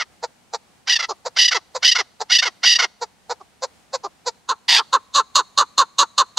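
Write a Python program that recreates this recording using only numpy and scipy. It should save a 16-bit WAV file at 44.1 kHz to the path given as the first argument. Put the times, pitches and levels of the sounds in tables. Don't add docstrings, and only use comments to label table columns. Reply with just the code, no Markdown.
import sys
import numpy as np
from scipy import signal
from scipy.fft import rfft, irfft, next_fast_len
from scipy.io import wavfile

SR = 44100
rng = np.random.default_rng(int(sys.argv[2]) if len(sys.argv) > 2 else 0)


def store_wav(level_fs):
    pcm = np.round(np.clip(np.atleast_2d(level_fs), -1, 1) * 32767)
    wavfile.write(sys.argv[1], SR, pcm.T.astype(np.int16))


N = 281402
NOTCH_HZ, CUTOFF_HZ = 2400, 15700
THROB_S, OPENING_S = .034, .018

# t/s, shrill span/s, level/dB, treble over body/dB, f/Hz, early pulse overlap/s,
# opening rasp/dB, closing rasps/dB, final grunt/dB
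SQUAWKS = [(.869, .098, -13, 6, 965, .016, -20, -19.6, -46),
           (1.360, .129, -10.3, 10.5, 980, .017, -17.5, -15.8, -23.5),
           (1.822, .105, -9.8, 13, 992, .015, -16, -15, -26),
           (2.294, .104, -10.2, 10.5, 968, .015, -17.5, -15.8, -28.5),
           (2.628, .137, -11, 10, 985, .027, -13.5, -12.8, -26.5)]


def partridge():
    # t/s, length/s, level/dB, treble/dB, top f/Hz
    lone_grunts = [(1.082, .052, -23.5, -7, 476), (3.398, .033, -37, -21, 407),
                   (4.03, .049, -25.5, -12, 445)]
    # t/s, length/s, attack/s, release/s, level/dB, treble/dB,
    # top f/Hz, end f/Hz, roughness
    lone_rasp = (-.015, .052, .024, .022, -21, -2.5, 721, 532, .52)
    closing_rasps, closing_grunts = squawk_endings()
    squawks = rasps([lone_rasp] + squawk_openings() + closing_rasps) + shrill_pulses()
    squawks += grunts(closing_grunts, attack_s=.008, release_s=.022, rough=.35)
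    soft_notes = clucks() + grunts(lone_grunts, attack_s=.019, release_s=.021, rough=.72)
    return band(soft_notes + squawks + screech() + chucks(), 270, "high", order=4)


def syrinx(pitch, roughness, jitter, jitter_hz, breath, fundamental_db):
    size = len(pitch)
    uneven_hz = pitch * (1 + jitter * roughness * flutter(size, jitter_hz))
    phase = 2 * np.pi * (np.cumsum(uneven_hz) / SR + rng.random())
    harmonics = np.arange(1, int(CUTOFF_HZ / pitch.max()) + 1)[:, None]
    strength = from_db(fundamental_db * (harmonics == 1))
    smear = .45 * harmonics ** 2
    pulses = unit_rms(np.sum(strength * np.cos(harmonics * phase + smear), axis=0))
    turbulence = rng.standard_normal(size) * (1 + .82 * np.cos(phase))
    air = unit_rms(band(turbulence, 700, "high", order=1))
    shimmer = from_db(3 * roughness * flutter(size, 300))
    return (pulses + breath * roughness * air) * shimmer


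def voice(notes, throat, scoop, crest, waver, jitter, jitter_hz, settle,
          fundamental_db, closing_db, hollow_db, puff_db, breath=1.0):
    out = np.zeros(N + 2 * SR)
    margin_s = .014
    for start, length, attack, release, level_db, treble_db, top_hz, end_hz, roughness in notes:
        t = np.arange(int((length + 2 * margin_s) * SR)) / SR - margin_s
        progress = np.clip(t / length, 0, 1)
        fade_in = np.sin(np.pi / 2 * np.clip(t / attack, 0, 1))
        fade_out = np.sin(np.pi / 2 * np.clip((length - t) / release, 0, 1))
        swell = (fade_in * fade_out) ** 2
        before_crest = np.maximum(1 - progress / crest, 0)
        after_crest = np.maximum(progress - crest, 0) / (1 - crest)
        pitch = top_hz * (1 - scoop * before_crest ** 2) + (end_hz - top_hz) * after_crest ** 1.2
        pitch *= 1 + waver * flutter(len(t), 97)
        ragged = roughness * np.exp(settle * (.5 - progress))
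        puff = from_db(puff_db) * np.hanning(len(t)) * rng.standard_normal(len(t))
        buzz = syrinx(pitch, ragged, jitter, jitter_hz, breath, fundamental_db)
        voiced = colour(swell * buzz + puff, throat)
        body = unit_rms(band(voiced, NOTCH_HZ, "low", order=8) * from_db(hollow_db * progress))
        treble = unit_rms(band(voiced, NOTCH_HZ, "high", order=8) * from_db(-closing_db * progress ** 2))
        call = unit_rms(body + from_db(treble_db) * treble) * np.sqrt(np.mean(swell ** 2))
        at = SR + int((start - margin_s) * SR)
        out[at:at + len(t)] += from_db(level_db) * call
    return out[SR:SR + N]


def shrill_pulses(attack_s=.013, release_s=.016, gap_s=.009, tire_db=.55, pitch_sag=.04, pierce_db=4):
    # f/Hz, level/dB
    throat = [(300, -41), (800, -16.5), (1400, -18.5), (1950, -8), (2400, -17.5), (2950, -4.5),
              (3400, -4.5), (4000, -11.5), (4850, -2.5), (5200, -8.5), (5750, -6.5), (7000, -28.5),
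              (9000, -36.5), (15000, -53.5)]
    notes = []
    for start, span, db, treble_db, hz, overlap, *_ in SQUAWKS:
        count = round(span / THROB_S)
        beats = np.linspace(0, 1, count + 1)
        joins = start + OPENING_S + span * beats
        slur = (overlap * (1 - beats ** 2) - gap_s * beats ** 2) / 2 * (beats > 0)
        for k, along in enumerate(np.linspace(0, 1, count)):
            begin, end = joins[k] - slur[k], joins[k + 1] + slur[k + 1]
            top_hz = hz * (1 - pitch_sag * along ** 2)
            end_hz = top_hz * (1.03 - .07 * along)
            bright_db = treble_db + pierce_db * np.sin(np.pi * along)
            rough = .33 if k else .56
            notes.append((begin, end - begin, attack_s, release_s, db - tire_db * k,
                          bright_db, top_hz, end_hz, rough))
    return voice(notes, throat, scoop=.15, crest=.47, waver=.032, jitter=.07, jitter_hz=380,
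                 settle=.79, fundamental_db=-19.5, closing_db=1, hollow_db=2, puff_db=-24.5)


def squawk_openings(length_s=.029, attack_s=.013, release_s=.012, treble_db=4.5,
                    top_hz=745, end_hz=790, rough=.48):
    return [(start, length_s, attack_s, release_s, db, treble_db, top_hz, end_hz, rough)
            for start, *_, db, _, _ in SQUAWKS]


def squawk_endings(attack_s=.015, release_s=.018, treble_db=.5, grunt_hz=487, grunt_treble_db=-6):
    first_s, first_glide_hz, first_rough = .038, (735, 665), .42
    last_s, last_glide_hz, last_rough = .047, (710, 600), .62
    hoarse, low = [], []
    for start, span, *_, db, grunt_db in SQUAWKS:
        first = start + OPENING_S + span
        last = first + .03
        hoarse.append((first, first_s, attack_s, release_s, db, treble_db, *first_glide_hz, first_rough))
        hoarse.append((last, last_s, attack_s, release_s, db - 3.2, treble_db,
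                       *last_glide_hz, last_rough))
        low.append((last + .005, last_s, grunt_db, grunt_treble_db, grunt_hz))
    return hoarse, low


def rasps(notes):
    # f/Hz, level/dB
    throat = [(250, -34), (480, -7), (680, -8), (920, -1.5), (1400, -6), (2100, -2.5), (2450, -15.5),
              (2900, -5.5), (4000, -8.5), (4800, -3.5), (5200, -7), (5700, -5), (7000, -22), (8500, -35.5),
              (15000, -57.5)]
    return voice(notes, throat, scoop=.38, crest=.44, waver=.036, jitter=.048, jitter_hz=346,
                 settle=.1, fundamental_db=-13.5, closing_db=-1.5, hollow_db=3.5, puff_db=-20)


def chucks(release_s=.032, end_hz=378, rough=.62):
    # t/s, length/s, attack/s, level/dB, treble/dB, top f/Hz
    yelps = [(4.484, .058, .012, -17, -6.5, 520), (4.773, .052, .022, -18.5, -28, 470),
             (4.923, .058, .014, -11, -9.5, 531), (5.135, .089, .035, -11.6, -3.8, 595),
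             (5.349, .074, .01, -11.8, 0, 587), (5.572, .071, .01, -11.4, -3, 592),
             (5.775, .069, .01, -10.6, -4, 575), (5.981, .071, .01, -11.2, -1, 595),
             (6.175, .063, .01, -11.1, -2.8, 580), (6.369, .07, .01, -11.5, -2, 560)]
    # f/Hz, level/dB
    throat = [(220, -19), (330, -15), (520, -20.5), (720, -17), (1090, 2), (1400, -7.5), (2300, -39),
              (2850, -18.5), (3300, -25), (3600, -10.5), (4280, -8.5), (5300, -25.5), (6600, -12.5),
              (9000, -38), (15000, -58)]
    notes = [(start, length, attack_s, release_s, db, treble_db, hz, end_hz, rough)
             for start, length, attack_s, db, treble_db, hz in yelps]
    return voice(notes, throat, scoop=.2, crest=.44, waver=.0343, jitter=.082, jitter_hz=290,
                 settle=1.11, fundamental_db=.5, closing_db=21, hollow_db=8.5, puff_db=-14)


def screech():
    # t/s, length/s, attack/s, release/s, level/dB, treble/dB, top f/Hz, end f/Hz, roughness
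    cry = (4.679, .133, .014, .034, -11.9, 7.5, 965, 730, .88)
    # f/Hz, level/dB
    throat = [(300, -38), (550, -21.5), (900, -9.5), (1300, -18.5), (1950, -8.5), (2450, -12), (2900, -5.5),
              (3550, 2), (4050, -8.5), (4550, 2.5), (5500, -7), (6500, -14), (9000, -25.5), (15000, -50)]
    return voice([cry], throat, scoop=.08, crest=.385, waver=.04, jitter=.06, jitter_hz=380,
                 settle=.31, fundamental_db=-7.5, closing_db=2.5, hollow_db=2, puff_db=-35)


def clucks(attack_s=.022, release_s=.023, end_ratio=.82):
    # t/s, length/s, level/dB, treble/dB, top f/Hz, roughness
    cues = [(0.222, 0.042, -21.2, -7.5, 500, 0.5), (0.527, 0.043, -21.3, -4.0, 477, 0.8),
            (1.247, 0.045, -22.4, -5.7, 513, 0.8), (1.742, 0.044, -21.7, -5.0, 527, 0.7),
            (2.197, 0.042, -20.8, -5.2, 467, 0.9), (3.007, 0.046, -21.7, -6.7, 489, 0.35),
            (3.291, 0.048, -21.2, -7.5, 482, 0.7), (3.615, 0.048, -21.1, -4.2, 537, 0.55),
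            (3.926, 0.046, -19.8, -4.3, 538, 0.55), (4.256, 0.048, -19.0, -2.1, 502, 0.15)]
    # f/Hz, level/dB
    throat = [(200, -38), (330, -24), (480, -6.5), (680, 0), (880, -1.5), (1400, -12.5), (2300, -25.5),
              (3100, -32), (3850, -12), (4600, -8.5), (5200, -13.5), (7400, -16), (8500, -39.5),
              (15000, -61)]
    notes = [(start, length, attack_s, release_s, db, treble_db, hz, hz * end_ratio, rough)
             for start, length, db, treble_db, hz, rough in cues]
    return voice(notes, throat, scoop=.2, crest=.42, waver=.022, jitter=.085, jitter_hz=310,
                 settle=1.3, fundamental_db=2.5, closing_db=-.5, hollow_db=1.5, puff_db=-18)


def grunts(cues, attack_s, release_s, rough, end_hz=300):
    # f/Hz, level/dB
    throat = [(180, -34.5), (300, -14.5), (420, -17), (600, -9.5), (850, -8.5), (1150, -6), (1500, -26.5),
              (2000, -41), (3000, -29), (4500, -8), (7000, -15), (8500, -51.5), (15000, -54.5)]
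    notes = [(start, length, attack_s, release_s, db, treble_db, hz, end_hz, rough)
             for start, length, db, treble_db, hz in cues]
    return voice(notes, throat, scoop=.043, crest=.26, waver=.0065, jitter=.1, jitter_hz=238,
                 settle=.68, fundamental_db=2, closing_db=11, hollow_db=2.5, puff_db=-23.5, breath=.82)


def ears(call):
    # f/Hz, left minus right/dB
    balance = [(60, 0.0), (150, -0.5), (550, 0.0), (950, -2), (2380, -1.6), (5980, -1.0), (15000, -0.5)]
    # f/Hz, left phase lead/rad
    timing = [(0, 0), (3190, -0.1), (4220, 0.1), (4740, -0.56), (7670, 0.026), (15300, 0.0)]
    size = next_fast_len(N)
    hz = np.fft.rfftfreq(size, 1 / SR)
    balance_db = np.interp(hz, *np.transpose(balance))
    lead = np.interp(hz, *np.transpose(timing))
    left = from_db(balance_db / 2) * np.exp(1j * lead / 2)
    return irfft(rfft(call, size) * np.array([left, 1 / left]), size)[:, :N]


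def outdoors(bird, t60, scatter_db):
    # delay/s, left/dB, right/dB
    echoes = [(.003, -40.5, -32), (.0075, -16.5, -28.5), (0.0143, -20.5, -25.5)]
    # f/Hz, level/dB
    scatter = [(200, -14.5), (700, -3), (1100, -6), (2500, -13.5), (3400, -10), (4250, -3), (5100, -15),
               (6500, -5), (14000, -2.5)]
    samples = np.arange(N)
    out = ears(bird)
    for delay, left_db, right_db in echoes:
        out += np.interp(samples - delay * SR, samples, bird, left=0) * from_db([[left_db], [right_db]])
    t = np.arange(SR) / SR
    noise = rng.standard_normal((2, SR)) + 1.3 * rng.standard_normal(SR)
    tail = colour(noise, scatter) * from_db(-60 * t / t60)
    tail /= np.sqrt(np.sum(tail ** 2, axis=1, keepdims=True))
    return out + from_db(scatter_db) * signal.fftconvolve(bird[None], tail, axes=1)[:, :N]


def still_air(level_db, shared, waver_db):
    # f/Hz, level/dB
    spectrum = [(15, -49.5), (25, -23), (75, -8.5), (148, -10), (204, -6.5), (322, -13), (600, -14),
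                (780, -10.5), (950, -15.5), (1240, -16), (7500, -24.5), (9300, -26), (15500, -40.5)]
    noise = rng.standard_normal((2, N)) + shared * rng.standard_normal(N)
    return from_db(level_db - waver_db * flutter(N, 4)) * unit_rms(colour(noise, spectrum))


def from_db(db):
    return 10 ** (np.asarray(db) / 20)


def unit_rms(x):
    return x / np.sqrt(np.mean(x ** 2) + 1e-20)


def colour(x, spectrum):
    size = next_fast_len(x.shape[-1] + 512)
    points = np.array(spectrum, float)
    hz = np.maximum(np.fft.rfftfreq(size, 1 / SR), 1)
    gain = from_db(np.interp(np.log(hz), np.log(points[:, 0]), points[:, 1]))
    return irfft(rfft(x, size) * gain, size)[..., :x.shape[-1]]


def band(x, hz, kind, order=2):
    return signal.sosfilt(signal.butter(order, hz, kind, fs=SR, output="sos"), x)


def flutter(size, hz):
    return unit_rms(band(rng.standard_normal(2 * size), hz, "low")[size:])


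def scene():
    bird = outdoors(partridge(), t60=.67, scatter_db=-30.5)
    return bird + still_air(level_db=-57, shared=.59, waver_db=.77)


def record(dry):
    rounded = dry / (1 + dry ** 8) ** (1 / 8)
    return signal.sosfilt(signal.ellip(10, .1, 70, CUTOFF_HZ, fs=SR, output="sos"), rounded)


dry = scene()
out = record(dry)
store_wav(out)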